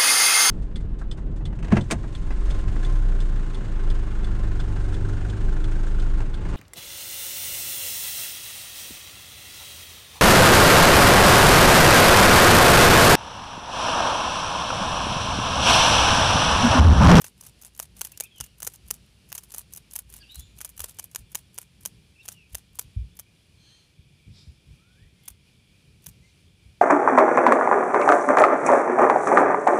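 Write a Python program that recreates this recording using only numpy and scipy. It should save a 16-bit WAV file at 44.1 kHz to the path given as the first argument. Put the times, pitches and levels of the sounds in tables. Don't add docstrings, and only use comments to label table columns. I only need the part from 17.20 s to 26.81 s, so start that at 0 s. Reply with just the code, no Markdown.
import sys
import numpy as np
from scipy import signal
from scipy.fft import rfft, irfft, next_fast_len
from scipy.io import wavfile
from scipy.ndimage import uniform_filter1d, map_coordinates

SR = 44100
rng = np.random.default_rng(int(sys.argv[2]) if len(sys.argv) > 2 else 0)


def unload_wav(signal):
    wavfile.write(
        sys.argv[1],
        SR,
        np.round(np.clip(np.atleast_2d(signal).T, -1, 1) * 32767).astype(np.int16),
    )


N = 423801

# the wings open, clap (one leading the other) and fold shut.
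# clap_s, clap_db, body_share_db, brightness_db, t60_s, lead_s, open_db, fold_after_s, fold_db, rustle_db
WING_FLICKS = [(.0436, -31.5, -5, 1, .016, 0.00069, -32, 0.021, -37, -49),
               (.236, -43, -9, 0.5, .015, 0.011, -37.5, 0.029, -37.5, -51),
               (0.4483, -37, -13, 6, 0.0099, 0.014, -39.5, 0.0065, -50, -51.5),
               (0.5997, -22, -13.5, 5, 0.007, .0073, -62, 0.026, -33, -51),
               (.8156, -20, -10.5, 5, .009, 0.0047, -51, 0.033, -26, -48.5),
               (0.8704, -36, -13.5, 5, 0.02, 0.0013, -47, 0.048, -36.5, -67),
               (1.0072, -19, -13.5, 4, 0.012, 0.0065, -54, 0.03, -32, -54.5),
               (1.2089, -24, -10, -3.5, 0.017, .0065, -46, .031, -36.5, -53.5),
               (1.4293, -25, -12, 4, .011, 0.0076, -35, 0.019, -29, -57),
               (1.4725, -20, -12.5, 3, 0.026, 0.0048, -39, 0.064, -39.5, -57.5),
               (1.7104, -17.5, -14, 3.5, 0.011, 0.0043, -43, 0.029, -37.5, -56.5),
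               (2.1275, -27, -7.5, 2.5, .005, 0.0081, -47, .0235, -26, -55.5),
               (2.1798, -28, -11.5, 2.5, 0.042, 0.0016, -40, 0.055, -39.5, -60),
               (2.346, -29, -13, 4, 0.013, 0.0066, -37.5, 0.022, -47, -49),
               (2.3827, -26.5, -21, 11, .009, 0, -53, .0103, -31.5, -54),
               (2.5621, -34, -18.5, 7, 0.012, 0.013, -31, .01, -32.5, -54),
               (2.761, -21.5, -15, 10, 0.02, 0.0053, -32, 0.028, -25.5, -52),
               (2.939, -35, -13.5, 10, 0.017, .0136, -54, 0.025, -38, -53),
               (3.1552, -34.5, -15.5, 6, 0.02, 0.01, -59, .04, -34.5, -55),
               (3.4135, -28.5, -9, 2, 0.02, 0.0075, -38.5, 0.034, -25.5, -53),
               (3.4914, -37.5, -19, 17, .033, 0, -59, 0.0065, -44, -70),
               (3.6039, -24, -9.5, 5, 0.014, 0.01, -35, .012, -34, -54),
               (3.6423, -25, -8, 0.5, 0.017, 0.0018, -42, .051, -36.5, -51),
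               (3.795, -25.5, -14, 2.5, 0.015, 0.0077, -52, 0.046, -32, -57.5),
               (3.9593, -22, -10, 1, 0.0096, 0.011, -60, 0.021, -51, -54.5),
               (4.1536, -19.5, -11.5, 3.5, 0.018, 0.0053, -55, 0.025, -46, -53),
               (4.3859, -25, -11, 4, 0.0076, 0.0069, -53, 0.029, -38.5, -54.5),
               (4.659, -20, -14, 4.5, 0.011, 0.0065, -47, 0.011, -38, -55),
               (5.0867, -26.5, -11.5, -2.5, 0.011, .0055, -63, 0.031, -44, -50.5),
               (5.3524, -22.5, -14, 2.5, 0.0066, 0.005, -54, 0.019, -47, -56),
               (5.5941, -20.5, -13.5, 3.5, 0.01, 0.0052, -53, 0.016, -40, -53),
               (5.9953, -30, -13.5, 8.5, 0.029, 0.0044, -44, 0.0039, -56, -68),
               (8.0822, -28, -13.5, 7, 0.021, 0.0026, -48, 0.02, -41, -65),
               (8.867, -31, -14.5, 3, 0.0072, 0.0051, -53, 0.019, -39, -57.5)]
# start_s, level_db
WING_TAPS = [(.5495, -47), (.7676, -46), (.975, -34.5), (1.5581, -43), (1.8624, -61), (2.7114, -42),
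             (5.1237, -42.5)]
OPEN_S = 0.0265


def wing_contacts(lead_db=-7.5, graze_db=8.5, graze_spread_db=2, graze_reach_s=0.016):
    tap, graze = (-20, -2.2, 0.011), (-19.5, 12, 0.014)  # body_share_db, brightness_db, t60_s
    # more_body_db, more_brightness_db; then the stroke's own t60_s
    first_wing, opening, folding = (2, -4, 0.012), (-3.5, 1, 0.017), (-4.5, 2.5, 0.026)
    rows = [(s, db, *tap) for s, db in WING_TAPS]
    for s, db, body_db, bright_db, clap_t60, lead_s, open_db, fold_s, fold_db, rustle_db in WING_FLICKS:
        rows.append((s, db, body_db, bright_db, clap_t60))
        strokes = [(s - lead_s, db + lead_db, first_wing),
                   (s - OPEN_S, open_db, opening),
                   (s + fold_s, fold_db, folding)]
        for when, level, (more_body, more_bright, t60) in strokes:
            rows.append((when, level, body_db + more_body, bright_db + more_bright, t60))
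        for centre in (s - OPEN_S - graze_reach_s / 2, s + fold_s):
            late, soft = rng.uniform(-1, 1, 2)
            rows.append((centre + graze_reach_s * late, rustle_db + graze_db - graze_spread_db * soft,
                         *graze))
    return rows


# frequency_hz, gain_db
WING_RING = [(150, -11), (290, -15.5), (430, -7), (880, -4.5), (1250, -5.5), (2100, -8.5), (3100, -5),
             (4200, -13.5), (5200, -10), (6250, -2), (7600, -7), (10200, -2.5), (12500, -4.5),
             (15000, -7.5)]


def wing_claps(snap=2.94, crinkle=0.58, firmness=0.21, heft=0.21, rise_s=0.00024, bounce_s=0.0012):
    size = 4096
    out, t, hz = np.zeros(N), np.arange(size) / SR, np.fft.rfftfreq(size, 1 / SR)
    deep = 1 / (1 + (hz / 600) ** 4)
    body = 1 / (1 + (hz / 4200) ** 8)
    bright = 1 - 1 / (1 + (hz / 9000) ** 6)
    middle = (1 - body) * (1 - bright)
    ring = amp(along(WING_RING, hz))
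    hardest_db = max(row[1] for row in WING_FLICKS)
    for s, db, body_db, bright_db, t60 in wing_contacts():
        force_db = db - hardest_db
        noise, grain = rng.standard_normal((2, size))
        folds = np.exp(crinkle * unit(uniform_filter1d(grain, size=16)))
        blow = noise * unit(folds) * amp(-60 * t / t60)
        blow *= 1 - np.exp(-t * amp(force_db / 2) / rise_s)
        blow[0] -= snap * amp(firmness * force_db)
        tip = amp(bright_db) ** 2
        shares = [(body, amp(body_db) ** 2), (middle, 1 / (1 + tip)), (bright, tip / (1 + tip))]
        gain = ring * np.sqrt(sum(band * share / np.sum(band * ring ** 2) for band, share in shares))
        gain *= amp((heft * force_db - 0.75 * bright_db + 2) * deep)
        stones = 1 + 0.22 * np.exp(-2j * np.pi * hz * bounce_s * rng.uniform(0.49, 2))
        clap = irfft(rfft(blow) * causal(gain) * stones)
        add(out, s, amp(db) * clap * np.sqrt(SR / 500 / np.sum(clap ** 2)))
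    return out


# frequency_hz, gain_db
BRUSH_SPECTRUM = [(200, -37), (700, -7), (2000, -11), (4500, -8.5), (6300, -8), (10000, -1), (15000, -12)]


def wing_rustle(beat_hz=41, beat_db=4, open_db=-7, open_width_s=0.015,
                rise_s=0.0071, settle_s=0.018, fade_s=0.012):
    t = np.arange(SR // 4) / SR
    effort = np.zeros(N)
    for s, *_, fold_s, _, rustle_db in WING_FLICKS:
        start = max(s - 0.1, 0)
        since = start + t - s
        opening = amp(open_db) * np.exp(-((since + OPEN_S + open_width_s / 2) / open_width_s) ** 2 / 2)
        early, late = np.maximum(-since, 0), np.maximum(since - fold_s - settle_s, 0)
        closing = np.exp(-early / rise_s - late / fade_s)
        add(effort, start, amp(rustle_db) * np.maximum(opening, closing))
    stroke = np.sin(2 * np.pi * np.cumsum(beat_hz * (1 + 0.1407 * wobble(12))) / SR)
    ticks = rng.standard_normal(N) * amp(5 * wobble(450) + 3 * wobble(2500))
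    return effort * coloured(ticks * amp(beat_db * stroke), BRUSH_SPECTRUM)


# start_s, level_db, length_s, pitch_hz
HAND_BUMPS = [(1.196, -46, 0.049, 81), (1.427, -54, .063, 102), (1.626, -56.5, .12, 58),
              (3.159, -45, 0.11, 60.7), (3.59, -48, 0.063, 59.4), (3.982, -49.5, 0.067, 60.5),
              (5.312, -45.5, 0.069, 64.4), (5.636, -52, 0.065, 80), (5.781, -42.5, 0.11, 61.3),
              (6.781, -50, 0.035, 79), (7.058, -47.5, 0.085, 90.6), (7.259, -45.5, 0.074, 74.8),
              (7.469, -49, 0.089, 85.2), (7.799, -54, 0.095, 63), (8.101, -51, .035, 65.6),
              (8.861, -50, 0.062, 80.7), (9.453, -49.5, .05, 60)]


def hand_bumps():
    out = np.zeros(N)
    spectrum = [(15, -27), (35, -1.5), (65, 2), (100, -2), (170, -16.5), (260, -31), (600, -66),
                (1500, -100)]
    rub = coloured(rng.standard_normal(N), spectrum)
    for s, db, length, pitch_hz in HAND_BUMPS:
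        u = np.arange(round(3 * length * SR)) / (length * SR)
        speed = pitch_hz / 65
        pitched = map_coordinates(rub, [s * SR / 2 + speed * np.arange(len(u))], order=1)
        bump = pitched * u ** 2 * np.exp(-6 * u)
        add(out, s, amp(db) * unit(bump) / np.sqrt(3))
    return out


# pitch_hz, relative_db, t60_s
GRIP_MODES = [(59.2, -4.5, 0.23), (85, 6, 0.066), (148, -5, .04)]


def camera_knock(start_s=5.763, gain_db=-14.5, attack_s=0.0076):
    out, t = np.zeros(N), np.arange(SR // 2) / SR
    ring = sum(amp(db - 60 * t / t60) * np.sin(2 * np.pi * hz * t) for hz, db, t60 in GRIP_MODES)
    add(out, start_s, amp(gain_db) * ring * (1 - np.exp(-(t / attack_s) ** 2)))
    return out


# start_s, length_s, first_hz, last_hz, level_db, octave_db
BIRD_WHISTLES = [(.92, .06, 2550, 2880, -62, -24), (1.008, 0.061, 2100, 2680, -51, -20),
                 (1.056, 0.0276, 3770, 3050, -55, -24), (1.1, 0.063, 3440, 3180, -59, -24),
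                 (1.143, 0.1, 3250, 2810, -51, -15), (3.001, 0.028, 5020, 4510, -54, -22),
                 (3.026, 0.029, 2970, 2630, -50.5, -20), (3.056, 0.052, 2590, 3020, -52, -24),
                 (3.088, 0.09, 3630, 4120, -50, -22), (3.177, .088, 3300, 3580, -55, -5),
                 (2.995, 0.059, 1725, 1570, -64.5, 0), (4.958, 0.034, 2720, 2340, -55.5, -19),
                 (4.986, 0.038, 2550, 2720, -50, -18), (5.012, 0.027, 3860, 3580, -59, -24),
                 (5.129, .14, 3100, 2470, -57, -18), (6.457, .11, 1600, 1920, -66, -24),
                 (7.577, 0.23, 1240, 1545, -70, -24), (7.756, .127, 1507, 1990, -68, -26),
                 (7.923, 0.3, 2130, 2090, -69, -22), (9.019, .087, 2000, 2140, -65, -24)]


def bird_whistles(glide=1.5, waver=0.0083, rasp=0.023, break_db=3.5):
    drift = 1 + waver * wobble(120) + rasp * wobble(900)
    flicker = unit(amp(break_db * wobble(80)))
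    out = np.zeros(N)
    for start, length, first, last, db, octave_db in BIRD_WHISTLES:
        u = np.linspace(0, 1, round(length * SR))
        pitch = last + (first - last) * (1 - u) ** glide
        phase = 2 * np.pi * np.cumsum(pitch * drift[round(start * SR):][:len(u)]) / SR
        tone = np.sin(phase) + amp(octave_db) * np.sin(2 * phase)
        add(out, start, amp(db) * np.sqrt(np.abs(np.sin(np.pi * u))) * tone)
    return out * flicker


# peak_s, pitch_hz, level_db, roughness_share, swell_s, tilt_db_per_octave
HOARSE_CALLS = [(6.51, 2103, -60, 0.048, 0.11, -2), (7.19, 2470, -56.5, 0.089, 0.051, -7),
                (9.071, 2030, -70, 0.116, 0.076, 7)]
# pitch_multiple, relative_db
CALL_PARTIALS = [(1.5, -3.5), (2, 0.5), (3, -6), (4, -11)]
# frequency_hz, gain_db
CALL_BREATH = [(1000, -3), (3500, -4), (6000, -5), (9000, -24), (14000, -25)]


def hoarse_calls(breath_db=-11):
    out, t = np.zeros(N), np.arange(SR) / SR - 0.5
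    shake = wobble(1100)
    breath = amp(breath_db) * coloured(rng.standard_normal(N), CALL_BREATH)
    for peak_s, pitch, db, rough, swell_s, tilt_db in HOARSE_CALLS:
        first = round((peak_s - 0.5) * SR)
        phase = 2 * np.pi * np.cumsum(pitch * (1 + rough * shake[first:][:SR])) / SR
        tone = sum(amp(level + tilt_db * np.log2(k)) * np.sin(k * phase) for k, level in CALL_PARTIALS)
        voice = unit(unit(tone) + breath[first:][:SR])
        add(out, peak_s - 0.5, amp(db) * voice * np.exp(-(t[:len(voice)] / swell_s) ** 2))
    return out


# centre_hz, width_hz, level_db
INSECT_BANDS = [(2396, 280, -73), (3350, 550, -74)]
# time_s, gain_db
INSECT_SWELL = [(0, -23), (3, -3), (5.5, -1.5), (6.8, 0), (9.6, -2)]


def far_insects():
    out, swell_db = np.zeros(N), over_time(INSECT_SWELL)
    for centre, width, db in INSECT_BANDS:
        level = amp(db + swell_db + 2.8 * wobble(14))
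        band = filtered(rng.standard_normal(N), lambda hz: 1 / (1 + (2 * (hz - centre) / width) ** 4))
        out += level * unit(band)
    return out


# frequency_hz, density_db
RUMBLE_SPECTRUM = [(15, -30), (30, -5), (55, -1), (90, 1), (130, -0.5), (190, -3.5), (260, -18),
                   (400, -17.5), (700, -36.5), (1500, -73)]


def far_rumble(level_db=-60.5):
    return amp(level_db + 2.5 * wobble(8)) * coloured(rng.standard_normal(N), RUMBLE_SPECTRUM)


# frequency_hz, density_db
LEAF_SPECTRUM = [(250, 2.5), (400, -2), (700, -8.5), (1200, -11.5), (1950, -9.5), (2450, -5.5),
                 (2850, -2.5), (3400, -6.5), (4800, -6.5), (6500, -13.5), (8200, -13.5), (10000, -11.5),
                 (11200, -16.5), (12500, -22), (15000, -24.5)]
# time_s, relative_db
LEAF_DRIFT = [(0, -65), (3.2, -65.5), (6, -67), (9.6, -66.5)]


def leaf_hiss(gain_db=2):
    level = amp(over_time(LEAF_DRIFT) + gain_db + wobble(11))
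    return level * coloured(rng.standard_normal(N), LEAF_SPECTRUM)


# time_s, level_db
HUM_LEVEL = [(0, -64.5), (1.3, -67), (1.6, -62.5), (3.6, -60.5), (4.2, -81), (9.6, -87)]


def far_hum(pitch_hz=57):
    phase = 2 * np.pi * np.cumsum(pitch_hz + 0.8 * wobble(4)) / SR
    return amp(over_time(HUM_LEVEL) + 3.2 * wobble(5.15)) * unit(np.sin(phase))


def amp(db):
    return 10 ** (np.asarray(db) / 20)


def unit(x):
    return x / np.sqrt(np.mean(x ** 2) + 1e-20)


def along(points, hz):
    frequencies, values = np.transpose(points)
    return np.interp(np.log(hz + 1), np.log(frequencies + 1), values)


def over_time(points):
    return np.interp(np.arange(N) / SR, *np.transpose(points))


def wobble(rate):
    knots = rng.standard_normal(int(N * rate / SR) + 4)
    fine = np.arange(0, len(knots) - 1, 1 / 8)
    return np.interp(np.arange(N) * (rate / SR), fine, map_coordinates(knots, [fine]))


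def filtered(x, response):
    size = next_fast_len(N + SR // 2)
    return irfft(rfft(x, size) * response(np.fft.rfftfreq(size, 1 / SR)), size)[:N]


def coloured(x, spectrum):
    return unit(filtered(x, lambda hz: amp(along(spectrum, hz))))


def causal(gain):
    cepstrum = irfft(np.log(np.maximum(gain, 1e-6)))
    half = len(cepstrum) // 2
    cepstrum[1:half] *= 2
    cepstrum[half + 1:] = 0
    return np.exp(rfft(cepstrum))


def add(track, s, sound):
    part = track[max(round(s * SR), 0):][:len(sound)]
    part += sound[:len(part)]


def echo(x, decay):
    hz, t, noise = signal.stft(rng.standard_normal(SR), SR, nperseg=256)
    fade = amp(-60 * t / along(decay, hz)[:, None])
    tail = signal.istft(noise * fade, SR, nperseg=256)[1]
    return signal.fftconvolve(x, tail / np.linalg.norm(tail))[:N]


# frequency_hz, t60_s
GROUND_DECAY = [(300, 0.093), (3000, 0.066), (12000, 0.06)]
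# frequency_hz, t60_s
TREE_DECAY = [(300, .4), (3000, 0.5), (10000, 0.74)]


def scene():
    wings = wing_claps() + wing_rustle()
    near = wings + amp(-19.5) * echo(wings, GROUND_DECAY)
    song = bird_whistles() + hoarse_calls()
    far = amp(0.5) * song + amp(-4) * echo(song, TREE_DECAY) + far_insects()
    handling = hand_bumps() + camera_knock()
    return near + handling + far + far_rumble() + leaf_hiss() + far_hum()


def record(dry, low_cut_hz=50, top_hz=15350):
    bass_cut = lambda hz: (1j * hz) ** 2 / (low_cut_hz ** 2 - hz ** 2 + 1j * hz * low_cut_hz)
    return filtered(dry, lambda hz: bass_cut(hz) / np.sqrt(1 + (hz / top_hz) ** 160))


dry = scene()
out = record(dry)
unload_wav(out)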